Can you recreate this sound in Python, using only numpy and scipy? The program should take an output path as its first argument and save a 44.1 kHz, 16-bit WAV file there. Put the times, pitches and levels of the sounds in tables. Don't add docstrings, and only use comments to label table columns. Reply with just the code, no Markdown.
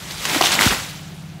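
import sys
import numpy as np
from scipy import signal
from scipy.io import wavfile

SR = 44100
rng = np.random.default_rng(int(sys.argv[2]) if len(sys.argv) > 2 else 0)


def wav_out(sig):
    wavfile.write(sys.argv[1], SR, np.round(np.clip(np.atleast_2d(sig).T, -1, 1) * 32767).astype(np.int16))


N = 61739
T = np.arange(N) / SR

# time in seconds, level in dB.
LEAF_LEVEL_DB = [(0, -36.5), (.09, -35), (.115, -30.5), (.16, -34.5), (.23, -28.5), (.35, -21.5),
                 (.4, -25.5), (.43, -22), (.45, -15.5), (.505, -22.5), (.53, -17), (.578, -26), (.61, -19),
                 (.68, -18), (.77, -27.5), (.86, -33), (1.05, -43.5), (1.4, -53.5)]
# frequency in Hz, relative density in dB.
LEAF_SPECTRUM_DB = [(200, -13.5), (500, -5.5), (1000, -8.5), (2000, -3), (3400, 0), (5000, -4),
                    (8000, -6.5), (9200, -11), (12000, -13), (15500, -19)]
# time in seconds, level in dB.
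CRUNCH_LEVEL_DB = [(0, -44), (.22, -39.5), (.27, -31.5), (.355, -23), (.395, -28), (.44, -25), (.49, -27.5),
                   (.57, -25), (.615, -19), (.675, -22.5), (.697, -37), (.725, -20.5), (.77, -36),
                   (.87, -48.5), (1.4, -55)]
# frequency in Hz, relative density in dB.
CRUNCH_SPECTRUM_DB = [(100, -13), (200, 0), (330, -2.5), (500, -7.5), (750, -1), (1300, 0.5), (2000, -2),
                      (3500, -19), (8000, -20.5)]
# start in seconds, snap level in dB, ring in Hz, splinter level in dB,
# bottom and top of the crack and splinter band in Hz.
TWIG_SNAPS = [(.109, -21, 3360, -33, 1500, 6800), (0.2533, -10, 3270, -14.5, 495, 5500),
              (.297, -10, 3240, -19.5, 1330, 5050), (.312, -14, 2450, -35, 1000, 5050),
              (0.346, -12.5, 2850, -17, 700, 3980), (.410, -7.5, 730, -14, 450, 1500),
              (0.4129, 0.5, 4200, -13, 800, 5500), (.424, 2.5, 2890, -47, 1490, 5550),
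              (0.441, -9, 3600, -25.5, 1500, 8450), (0.4593, -1, 3600, -21, 1200, 5500),
              (0.469, -6, 3170, -18, 1190, 5900), (0.519, -7.5, 3600, -14, 1090, 5770),
              (0.553, -5, 3000, -40, 1000, 6100), (.591, 2.5, 2080, -17, 1010, 3020),
              (.610, -1, 1449, -13.5, 900, 11000), (.621, 0.5, 1970, -26, 900, 5700),
              (0.6298, -4, 3100, -11.5, 1000, 5740), (0.657, -7, 3930, -34, 1000, 6050),
              (0.675, -6, 1420, -33, 800, 4500), (0.708, -15, 1850, -16, 1000, 3800),
              (.7245, -6.5, 1195, -21, 550, 3000), (0.7475, -9.5, 2560, -28, 800, 5000)]
# start in seconds, gain in dB, lowest mode in Hz, rise in seconds,
# contact low-pass in Hz, ring time as a multiple of the modes' T60.
BOUGH_KNOCKS = [(.322, -43, 280, 0.012, 400, 1.2), (.355, -4, 283, 0.0064, 328, 1.1),
                (0.4074, -1.5, 339.6, 0.0047, 1600, .6), (0.4346, -15, 315, 0.0029, 1500, 1.15),
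                (0.724, -22, 345, .002, 1400, .7)]
# ratio to the lowest mode, gain in dB, base T60 in seconds.
BOUGH_MODES = [(1, -2.5, 0.053), (1.17, -13, 0.086), (2.23, 0.5, 0.038), (3.01, 5, 0.032), (3.5, 1.5, .035),
               (4.75, -20, 0.01)]
# start in seconds, level in dB, first and last pitch in Hz,
# length in seconds.
LIMB_THUDS = [(.657, -11, 364.3, 70.5, 0.01985), (0.66, -13, 128.5, 74, .024), (0.686, -24, 58, 50, 0.036),
              (.700, -24, 433, 387, .022), (.706, -22, 288.5, 130, 0.0315)]
# time in seconds, cycle rate in Hz, gain in dB.
ENGINE_IDLE = [(0, 18, -1), (.45, 16.8, -1.5), (.85, 17.25, 1.5), (1.4, 17.8, 4)]
# multiple of the cycle rate, base level in dB.
ENGINE_ORDERS_DB = [(3, -55.5), (5, -48.5), (6, -51), (8, -44), (9, -39), (10, -46.5), (11, -45), (17, -59),
                    (18, -63)]
# time in seconds, level in dB.
BREEZE_LEVEL_DB = [(0, -47), (.25, -45.5), (.42, -56), (.62, -45), (.72, -43), (.84, -40), (.95, -62),
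                   (1.4, -65)]
# frequency in Hz, relative density in dB.
AIR_SPECTRUM_DB = [(60, -23), (120, 1), (220, -9.5), (300, -3), (450, -14.5), (680, -9), (1100, -20),
                   (3000, -19.5), (12000, -41)]


def from_db(db):
    return 10 ** (np.asarray(db) / 20)


def unit_rms(x):
    return x / np.sqrt(np.mean(x ** 2) + 1e-20)


def curves(rows):
    times_s, *columns = np.transpose(rows)
    return [np.interp(T, times_s, column) for column in columns]


def filtered(x, hz, kind, order=2):
    return signal.sosfilt(signal.butter(order, hz, kind, fs=SR, output="sos"), x + 1e-18)


def drift(rate_hz):
    hop, warmup = 40, 2000
    pole = np.exp(-2 * np.pi * hop * rate_hz / SR)
    noise = rng.standard_normal(N // hop + warmup + 2)
    slow = signal.lfilter([1], [1, -2 * pole, pole * pole], noise)[warmup:]
    return np.interp(np.arange(N) / hop, np.arange(len(slow)), unit_rms(slow))


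def decay(start_s, t60_s):
    return (T >= start_s) * np.exp(-np.log(1000) * np.maximum(T - start_s, 0) / t60_s)


def clicks(per_s, spread_db):
    sizes = from_db(spread_db * np.minimum(rng.exponential(1, N), 3.5))
    signs = rng.choice([-1, 1], N)
    return unit_rms(sizes * signs * (rng.random(N) < per_s / SR))


def crackle(per_s, smooth_share, spread_db):
    near = np.sqrt(1 - smooth_share) * clicks(per_s, spread_db)
    return near + np.sqrt(smooth_share) * rng.standard_normal(N)


def coloured(sources, spectrum, flicker_db, flicker_hz):
    points_hz, points_db = np.transpose(spectrum)
    edges_hz = 31.25 * 2 ** (np.arange(28) / 3)
    out = 0
    for k, (low_hz, high_hz) in enumerate(zip(edges_hz, edges_hz[1:])):
        centre_hz = np.sqrt(low_hz * high_hz)
        if centre_hz > points_hz[0] / 2:
            db = np.interp(np.log(centre_hz), np.log(points_hz), points_db)
            band = filtered(sources[k % 2], [low_hz, high_hz], "band")
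            out += from_db(db + flicker_db * drift(flicker_hz)) * band
    return unit_rms(out)


def leaf_rush():
    level_db, = curves(LEAF_LEVEL_DB)
    ticks = [crackle(per_s=5900, smooth_share=0.54, spread_db=4.5) for _ in range(2)]
    return from_db(level_db) * coloured(ticks, LEAF_SPECTRUM_DB, flicker_db=1.7, flicker_hz=40)


def twig_crunch():
    level_db, = curves(CRUNCH_LEVEL_DB)
    ticks = [crackle(per_s=1500, smooth_share=0.29, spread_db=3.5) for _ in range(2)]
    return from_db(level_db) * coloured(ticks, CRUNCH_SPECTRUM_DB, flicker_db=2.5, flicker_hz=16.6)


def twig_snaps(ring_cycles=12.8, crack_gain=0.27):
    out = 0
    for start_s, snap_db, ring_hz, splinter_db, *band_hz in TWIG_SNAPS:
        ring = decay(start_s, ring_cycles / ring_hz) * np.sin(2 * np.pi * ring_hz * (T - start_s))
        noise = unit_rms(filtered(rng.standard_normal(N), band_hz, "band"))
        crack = crack_gain * decay(start_s, t60_s=0.005) * noise
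        spray = unit_rms(filtered(clicks(per_s=6000, spread_db=2.5), band_hz, "band"))
        splinters = decay(start_s, t60_s=0.046) * spray
        out += from_db(snap_db) * (ring + crack) + from_db(splinter_db) * splinters
    return filtered(out, hz=380, kind="high")


def bough_knocks():
    out = 0
    for start_s, db, lowest_hz, rise_s, contact_hz, t60_scale in BOUGH_KNOCKS:
        age_s = T - start_s
        ring = 0
        for k, (ratio, mode_db, t60_s) in enumerate(BOUGH_MODES):
            mode = (-1) ** k * np.sin(2 * np.pi * lowest_hz * ratio * age_s)
            ring += from_db(mode_db) * decay(start_s, t60_scale * t60_s) * mode
        attack = np.clip(age_s / rise_s, 0, 1) ** 2
        out += from_db(db) * filtered(attack * ring, contact_hz, "low")
    return filtered(out, hz=234, kind="high", order=4)


def limb_thuds():
    out = 0
    for start_s, db, first_hz, last_hz, length_s in LIMB_THUDS:
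        progress = np.clip((T - start_s) / length_s, 0, 1)
        cycles = length_s * (first_hz * progress + (last_hz - first_hz) * progress ** 2 / 2)
        out += from_db(db) * np.sin(np.pi * progress) ** 2 * np.sin(2 * np.pi * cycles)
    return out


def tree_echo(x, gain_db=-15.5):
    scatter = filtered(rng.standard_normal(N), hz=7000, kind="low", order=1)
    response = scatter * decay(start_s=0.022, t60_s=0.75)
    response /= np.sqrt(np.sum(response ** 2))
    return from_db(gain_db) * signal.fftconvolve(x, response)[:N]


def engine(waver_db=0.7):
    rate_hz, gain_db = curves(ENGINE_IDLE)
    cycles = np.cumsum(rate_hz) / SR
    out = 0
    for order, base_db in ENGINE_ORDERS_DB:
        level_db = base_db + gain_db + waver_db * drift(rate_hz=7.6)
        out += from_db(level_db) * np.sin(2 * np.pi * (order * cycles + rng.random()))
    return out


def breeze():
    level_db, = curves(BREEZE_LEVEL_DB)
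    rumble = filtered(rng.standard_normal(N), hz=(38, 115), kind="band", order=3)
    return from_db(level_db) * unit_rms(rumble)


def outdoor_air(level_db=-45):
    noise = rng.standard_normal((2, N))
    return from_db(level_db) * coloured(noise, AIR_SPECTRUM_DB, flicker_db=1.5, flicker_hz=3.6)


def scene():
    wood = twig_crunch() + twig_snaps() + bough_knocks()
    air = outdoor_air()
    branch = leaf_rush() + wood + tree_echo(wood) + limb_thuds()
    return (branch + engine() + breeze() + air)[None]


def record(dry, ceiling=0.9, cutoff_hz=15700):
    x = filtered(dry, hz=34, kind="high", order=3)
    rounded = x / (1 + (x / ceiling) ** 6) ** (1 / 6)
    return signal.sosfilt(signal.ellip(14, 0.1, 90, cutoff_hz, fs=SR, output="sos"), rounded)


dry = scene()
out = record(dry)
wav_out(out)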